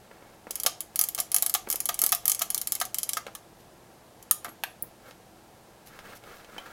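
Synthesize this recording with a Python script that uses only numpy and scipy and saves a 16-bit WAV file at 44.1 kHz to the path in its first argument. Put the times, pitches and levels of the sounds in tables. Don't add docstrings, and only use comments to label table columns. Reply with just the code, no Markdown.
import sys
import numpy as np
from scipy import signal
from scipy.fft import rfft, irfft
from scipy.io import wavfile

SR = 44100
rng = np.random.default_rng(int(sys.argv[2]) if len(sys.argv) > 2 else 0)


def unload_audio(sound):
    columns = np.transpose(np.atleast_2d(sound))
    steps = np.round(np.clip(columns, -1, 1) * 32767)
    wavfile.write(sys.argv[1], SR, steps.astype(np.int16))


N = 296352
RING_T_S = np.arange(SR // 7) / SR


def amp(db):
    return 10 ** (np.asarray(db) / 20)


def unit(x):
    return x / np.sqrt(np.mean(x ** 2) + 1e-20)


def blow(x, db):
    energy = np.sum(x ** 2) + 1e-20
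    return amp(db) * x * np.sqrt(SR / 100 / energy)


def read(points, hz):
    f, value = np.transpose(points)
    return np.interp(np.log(hz + 1), np.log(f + 1), value)


def add(mix, start_s, sound):
    part = mix[max(round(start_s * SR), 0):][:len(sound)]
    part += sound[:len(part)]


def coloured(x, colour, size=1024):
    hz = abs(np.fft.fftfreq(size, 1 / SR))
    log_gain = np.log(amp(read(colour, hz)))
    taps = np.fft.ifft(np.exp(np.conj(signal.hilbert(log_gain)))).real
    return signal.oaconvolve(x, taps[:size // 2])[:len(x)]


def contact(colour, db, decay_s, after_db=-20, after_s=.005, rise_s=.0001, size=2048):
    t = RING_T_S[:size]
    decay = np.exp(-t / decay_s) + amp(after_db) * np.exp(-t / after_s)
    force = (1 - np.exp(-t / rise_s)) * decay
    spectrum = rfft(rng.standard_normal(size) * force)
    flat = irfft(spectrum / (abs(spectrum) + 1e-12))
    chatter = np.cos(np.angle(signal.hilbert(flat)))
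    return blow(coloured(chatter * force, colour), db)


def ring(modes, db, rise_s, spread_db, detune):
    hz, mode_db, t60_s = np.transpose(modes)[:, :, None]
    size, shift, phase = rng.standard_normal((3, len(modes), 1))
    level = amp(mode_db + spread_db * size - 60 * RING_T_S / t60_s)
    waves = level * np.sin(2 * np.pi * (hz * (1 + detune * shift) * RING_T_S + phase))
    return blow(waves.sum(0) * (1 - np.exp(-RING_T_S / rise_s)), db)


def sliding(colour, grain_db, slips_per_s):
    slip_axis = np.arange(N) / SR * slips_per_s
    slips = np.interp(slip_axis, np.arange(N // 20), rng.standard_normal(N // 20))
    return unit(coloured(rng.standard_normal(N) * amp(grain_db * slips), colour))


# f/Hz, relative level/dB
AIR_COLOUR = [(21, -37.5), (35, -7), (60, -8.5), (113, -5), (139, -6), (231, -4.5), (290, -10.5), (322, -2),
              (384, -7.5), (785, -6), (1450, -20), (1600, -16.5), (2020, -20.5), (12600, -26.5),
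              (15500, -32.5)]
AIR_DB = -54.5


def air(hum_hz=118, hum_db=-70):
    gain = amp(read(AIR_COLOUR, np.fft.rfftfreq(N, 1 / SR)))
    noise = irfft(rfft(rng.standard_normal(N)) * gain, N)
    hum = np.sin(2 * np.pi * hum_hz * np.arange(N) / SR)
    return amp(AIR_DB) * unit(noise) + amp(hum_db) * unit(hum)


# t/s, level/dB, rise/s, decay/s
TABLE_SHAKE = (1.65, -62.5, 0.05, 1.1)


def table(hz=39, width_hz=9):
    peak_s, db, rise_s, decay_s = TABLE_SHAKE
    t = np.arange(N) / SR - peak_s
    shape = np.exp(-((np.fft.rfftfreq(N, 1 / SR) - hz) / width_hz) ** 2)
    noise = unit(irfft(rfft(rng.standard_normal(N)) * shape, N))
    return noise * amp(db) * np.exp(np.minimum(t / rise_s, -t / decay_s))


# f/Hz, t60/s
ROOM_T60 = [(300, 0.47), (1000, 0.23), (3000, 0.27), (7000, 0.26), (11000, 0.197), (16000, 0.14)]
# delay/s, gain
NEAR_ECHOES = [(.0021, .25), (.0034, .36), (.0043, .22), (.0084, .17), (.0097, .1), (0.0149, .08)]


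def reflections(wet_db, onset_s=0.0038, sway=.12):
    hz, t, z = signal.stft(rng.standard_normal(SR // 3), SR, nperseg=256)
    decay = amp(-60 * t / read(ROOM_T60, hz)[:, None])
    tail = signal.istft(z * decay, SR, nperseg=256)[1]
    tail *= 1 - np.exp(-(np.arange(len(tail)) / SR / onset_s) ** 2)
    response = amp(wet_db) * tail / np.linalg.norm(tail)
    for delay_s, gain in NEAR_ECHOES:
        add(response, delay_s * (1 + sway * rng.uniform(-1, 1)), np.array([gain]))
    return response


def room(x, wet_db, count=4):
    position = np.arange(N) / SR * 31
    out = x.copy()
    for k in range(count):
        share = np.sin(np.pi / 2 * np.minimum((position - k) % count, 2))
        out += signal.oaconvolve(x * share, reflections(wet_db))[:N]
    return out


def strokes(rows, build):
    out = np.zeros(N)
    for start_s, length_s, db in rows:
        progress = np.linspace(0, 1, int(length_s * SR))
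        arch = np.interp(progress, [0, np.clip(build, .1, .9), 1], [0, 1, 0])
        add(out, start_s, amp(db) * np.sin(np.pi / 2 * arch))
    return out


# t/s, length/s, peak level/dB
RUB_STROKES = [(0, 0.376, -67), (5.02, 0.108, -54), (5.86, 0.181, -54.5), (6.01, .17, -49.5),
               (6.21, 0.1584, -50.5), (6.33, .12, -54.5), (6.46, .19, -51), (6.59, 0.1785, -50.5)]
# f/Hz, relative level/dB
RUB_SPECTRUM = [(100, -7), (350, -6), (550, 0), (900, -8), (1400, 0.5), (2500, -11), (5000, -17.5),
                (9000, -23), (16000, -22.5)]
# t/s, length/s, peak level/dB
BRUSH_STROKES = [(3.583, 0.047, -61), (5.063, .056, -61.5), (5.856, .04, -51.5), (6.145, .036, -51),
                 (6.334, 0.076, -59.5)]
# f/Hz, relative level/dB
BRUSH_SPECTRUM = [(500, -25.5), (1500, -1.5), (3500, 1), (5700, 1.5), (9000, -4.5), (13000, 5),
                  (16000, -11)]
# t/s, level/dB before trim
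CASE_BUMPS = [(.113, -42.5), (.224, -46), (.469, -36.5), (.505, -40.5), (0.6504, -37.5), (1.673, -33.5),
              (1.742, -36), (2.034, -34), (2.568, -43), (3.2662, -36.5), (3.281, -40), (4.466, -37),
              (4.483, -38), (4.838, -44.5), (6.274, -46.5), (6.564, -40), (6.581, -43.5)]
# f/Hz, relative level/dB
BUMP_SPECTRUM = [(80, -19), (250, -3), (500, 2.5), (800, -1.5), (1300, -4.5), (2200, -11), (4000, -27.5),
                 (16000, -40)]
GRIP_DB = -68


def fingers():
    rub_gain = amp(GRIP_DB) + strokes(RUB_STROKES, build=0.616)
    out = sliding(RUB_SPECTRUM, grain_db=3.0, slips_per_s=140) * rub_gain
    brush_gain = strokes(BRUSH_STROKES, build=0.526)
    out += sliding(BRUSH_SPECTRUM, grain_db=4.5, slips_per_s=510) * brush_gain
    for t_s, db in CASE_BUMPS:
        add(out, t_s, contact(BUMP_SPECTRUM, db - 5, decay_s=0.00169, after_db=-19.5, after_s=0.0152))
    return out


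# t/s, level/dB, rattle decay/s
STOP_HIT = (4.3114, -15.7, .00085)
FOLD_HIT = (4.6367, -27, 0.00157)
SNAP_HIT = (4.8244, -28, 0.00074)
# f/Hz, relative level/dB
STOP_SPECTRUM = [(300, -33.5), (950, -33), (1230, -11), (1450, -20), (1780, -13), (2300, -22), (3650, -12),
                 (5000, -18), (6700, -7), (7900, -13), (9500, -2), (12500, -3), (14500, -4.5),
                 (16000, -10.5)]
FOLD_SPECTRUM = [(200, -42.5), (520, -10), (750, 6.5), (1050, -6), (1650, 6), (2100, -7.5), (2560, 0),
                 (2950, -6), (3350, -4), (4500, -9.5), (8000, -15), (11500, -12), (12600, -5), (14500, -26)]
SNAP_SPECTRUM = [(300, -16), (1400, -21.5), (3000, -48.5), (8000, -30), (9500, -18), (11200, -2),
                 (13400, -6), (14100, 4), (14700, -4), (16000, -6)]
# f/Hz, relative level/dB, t60/s
ARM_MODES = [(1215, 0, .055), (1780, -8, .04), (3620, -4, .02)]
ARM_DB = -31.5
# t/s, length/s, start f/Hz, end f/Hz, level/dB
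SPRING_GLIDES = [(4.457, 0.085, 12050, 11240, -59), (4.64, 0.093, 12200, 10730, -63.5)]


def crank_handle():
    out = np.zeros(N)
    t_s, db, decay_s = STOP_HIT
    add(out, t_s, contact(STOP_SPECTRUM, db, decay_s, after_db=-25.5, after_s=.008, rise_s=.00005))
    add(out, t_s, ring(ARM_MODES, ARM_DB, rise_s=.0008, spread_db=1.0, detune=.003))
    t_s, db, decay_s = FOLD_HIT
    add(out, t_s, contact(FOLD_SPECTRUM, db, decay_s, after_db=-31, after_s=0.006))
    t_s, db, decay_s = SNAP_HIT
    add(out, t_s, contact(SNAP_SPECTRUM, db, decay_s, after_db=-30.5, after_s=.004))
    for t_s, length_s, start_hz, end_hz, db in SPRING_GLIDES:
        hz = np.linspace(start_hz, end_hz, int(length_s * SR))
        tone = np.sin(2 * np.pi * np.cumsum(hz) / SR)
        add(out, t_s, amp(db) * unit(tone * signal.windows.tukey(len(hz), .5)))
    return out


# t/s, level/dB
METAL_TAPS = [(3.2666, -41), (5.11, -49.5), (5.99, -45.5), (6.238, -52.5), (6.3685, -57), (6.446, -51.5),
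              (6.5808, -43)]
# f/Hz, relative level/dB
TAP_SPECTRUM = [(200, -11), (600, 4.5), (1500, -0.5), (3000, 1), (6000, -8), (12000, -16), (16000, -20)]
# t/s, ring level/dB
KNOB_SEATS = (6.581, -40)
# f/Hz, relative level/dB, t60/s
KNOB_MODES = [(698, -0.5, 0.034), (1457, -7, 0.035), (2388, -4, 0.041), (3044, -0.5, 0.0484),
              (3328, -6.5, 0.041), (4047, -10, 0.034)]


def taps_and_knob():
    out = np.zeros(N)
    for t_s, db in METAL_TAPS:
        add(out, t_s, contact(TAP_SPECTRUM, db, decay_s=0.0012, after_db=-15, after_s=0.0159))
    t_s, db = KNOB_SEATS
    add(out, t_s, ring(KNOB_MODES, db, rise_s=0.00045, spread_db=2.5, detune=0.0058))
    return out


SPEED_WINDOW_S = .2


def crank_speed():
    speed = np.zeros(N)
    window = np.hanning(int(SPEED_WINDOW_S * SR))
    for t_s, _ in PAWL_DROPS:
        add(speed, t_s - SPEED_WINDOW_S / 2, window / window.sum() * SR)
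    return speed


# t/s, clack level/dB, case level/dB, both before trim
GEAR_KNOCKS = [(0.6626, -17.5, -26.5), (1.1782, -35.5, -36), (1.1868, -29.5, -33), (1.425, -36, -38),
               (1.5482, -22.5, -29), (1.8913, -26.5, -29.5), (2.1244, -21, -26.5), (2.4104, -38, -39),
               (2.417, -25, -32), (2.813, -25, -27), (3.1695, -29.5, -29), (3.351, -44, -46),
               (4.4468, -46, -37), (4.4522, -47, -39)]
# f/Hz, relative level/dB
KNOCK_SPECTRUM = [(200, -27), (700, -22), (1500, -8), (2400, -4), (3200, 4), (4500, 0), (6300, 5),
                  (9000, -4), (11000, 4), (16000, -4.5)]
THUD_SPECTRUM = [(150, -29.5), (550, -12.5), (740, 5.5), (950, -14.5), (1220, 4.5), (1450, -6.5),
                 (1800, 1.5), (2400, -6.5), (5000, -15.5), (16000, -66.5)]
GRIND_SPECTRUM = [(200, -18.5), (720, 4), (950, -12), (1220, 1), (1600, -5.5), (2200, 1.5), (4000, -9),
                  (7000, -15.5), (16000, -6)]
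# f/Hz, relative level/dB, t60/s
CASE_MODES = [(482, -17, 0.0284), (603, -19, 0.03), (716.3, -4, 0.067), (814, -8.5, 0.049),
              (1170.5, -4.5, 0.06), (1228.3, 2.5, 0.031), (1357, -8, 0.016), (1593, -8, .035),
              (1752, -9.5, 0.037), (2125, -19.5, 0.061)]
# t/s, tilt/(dB per octave)
CASE_BRIGHTNESS = [(.66, -6), (3.17, 2.5)]
USUAL_TEETH_PER_S, GRIND_DB, GRIND_POWER = 25, -57.5, 1.4


def gears():
    grind_gain = amp(GRIND_DB) * (crank_speed() / USUAL_TEETH_PER_S) ** GRIND_POWER
    out = sliding(GRIND_SPECTRUM, grain_db=7.5, slips_per_s=300) * grind_gain
    for t_s, db, case_db in GEAR_KNOCKS:
        tilt = np.interp(t_s, *np.transpose(CASE_BRIGHTNESS))
        thud = [(hz, gain_db + tilt * np.log2(hz / 1000)) for hz, gain_db in THUD_SPECTRUM]
        modes = [(hz, gain_db + tilt * np.log2(hz / 1000), t60_s) for hz, gain_db, t60_s in CASE_MODES]
        add(out, t_s, contact(KNOCK_SPECTRUM, db - 1, decay_s=0.00407, after_db=-27.5,
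                              after_s=0.0125, rise_s=0.000319))
        add(out, t_s, contact(thud, case_db - 6.5, decay_s=0.0059, after_db=-19.5,
                              after_s=0.014, rise_s=0.00101))
        add(out, t_s, ring(modes, case_db - 1, rise_s=0.00124, spread_db=1.0, detune=0.015))
    return out


# t/s, level/dB before trim
PAWL_DROPS = [(0.5086, -31), (0.5555, -30), (0.5998, -30), (0.6345, -28), (0.8057, -30.5), (0.9586, -26.5),
              (.9918, -19), (1.0126, -19), (1.0386, -24.5), (1.0873, -28), (1.1481, -29), (1.2016, -23),
              (1.3173, -28.5), (1.3444, -17.5), (1.3634, -18.5), (1.3834, -28.5), (1.424, -20),
              (1.463, -22.5), (1.4964, -27), (1.54, -21.5), (1.6878, -41), (1.7014, -24), (1.7135, -29.5),
              (1.7266, -25.5), (1.7576, -28.5), (1.8034, -26), (1.8561, -25.5), (1.889, -27), (1.943, -31),
              (1.991, -25), (2.017, -19), (2.0384, -19.5), (2.0633, -20.5), (2.0917, -30), (2.1202, -20.5),
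              (2.149, -25), (2.2554, -23.5), (2.2798, -18.5), (2.2973, -21), (2.3176, -21.5),
              (2.348, -29.5), (2.393, -30.5), (2.4209, -25.5), (2.503, -25.5), (2.5459, -23.5),
              (2.578, -27.5), (2.6147, -28.5), (2.6724, -27), (2.7213, -22.5), (2.7522, -29), (2.8009, -30),
              (2.8525, -35), (2.9445, -27.5), (2.985, -26), (3.0316, -26.5), (3.0918, -26), (3.1335, -28.5),
              (3.351, -38.5), (4.2265, -48.5), (4.4455, -38.5), (4.4899, -50)]
# f/Hz, relative level/dB
PAWL_SPECTRUM = [(400, -35.5), (1500, -28.5), (2500, -20.5), (4000, -17.5), (6500, -5.5), (8800, -7),
                 (10000, -4), (10900, 5.5), (11700, -5), (12500, 2.5), (14000, -2), (16000, -14.5)]
PLATE_SPECTRUM = [(400, -23), (1500, -15), (2200, -5), (2600, -11.5), (3100, 0.5), (3700, -6), (4800, -1),
                  (6500, -1.5), (8500, -3), (16000, -21.5)]
# f/Hz, relative level/dB, t60/s
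STEEL_MODES = [(5160, -9.5, .12), (6290, 0, 0.27), (6609, 2.5, 0.19), (6789, -2.5, .16), (7493, -4, 0.23),
               (8804, -7.5, .16), (9900, -13.5, .13), (10632, -8.5, .15), (11300, -12, 0.084),
               (12388, -11, 0.1), (13200, -5, .14)]
# t/s, tilt/(dB per octave)
PAWL_BRIGHTNESS = [(2.6, 0), (3.1, -3), (4.3, 2)]
USUAL_DB = -25
TILT_PER_FORCE_DB = .22
CLICK_DECAY_S, CLICK_HALVING_DB = .00088, 20
PLATE_DB = -12
PAWL_CASE_DB, CASE_DB_PER_DB = -49, 1.2


def ratchet(wander=0.026, vary_db=1.5):
    out = np.zeros(N)
    hz, shape_db = np.transpose(PAWL_SPECTRUM)
    teeth = rng.standard_normal((len(PAWL_DROPS), len(hz) + 1))
    for (t_s, db), tooth in zip(PAWL_DROPS, teeth):
        force_db = db - USUAL_DB
        tilt = np.interp(t_s, *np.transpose(PAWL_BRIGHTNESS)) + TILT_PER_FORCE_DB * force_db
        tilt_db = tilt * np.log2(np.maximum(hz, 3000) / 9000)
        tooth_hz = hz * (1 + wander * np.tanh(tooth[0]))
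        colour = np.c_[tooth_hz, shape_db + tilt_db + vary_db * tooth[1:]]
        decay_s = CLICK_DECAY_S * .5 ** (force_db / CLICK_HALVING_DB)
        case_db = PAWL_CASE_DB + CASE_DB_PER_DB * force_db
        add(out, t_s, contact(colour, db - 1.08, decay_s, after_db=-19.5, after_s=0.0038))
        add(out, t_s, contact(PLATE_SPECTRUM, db + PLATE_DB - tilt, decay_s=0.0026, after_db=-19.5,
                              after_s=0.014, rise_s=0.00039))
        add(out, t_s, ring(STEEL_MODES, db - 25, rise_s=.0004, spread_db=5.5, detune=.0005))
        add(out, t_s, ring(CASE_MODES, case_db, rise_s=.001, spread_db=0.5, detune=0.022))
    return out


def scene():
    camera = fingers() + crank_handle() + taps_and_knob() + gears() + ratchet()
    return (room(camera, wet_db=-11.0) + table() + air())[None]


EDGE_HZ = 16200


def record(dry):
    taps = signal.firwin(301, EDGE_HZ, window=("kaiser", 8), fs=SR)
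    return signal.oaconvolve(dry, taps[None], "same")


dry = scene()
out = record(dry)
unload_audio(out)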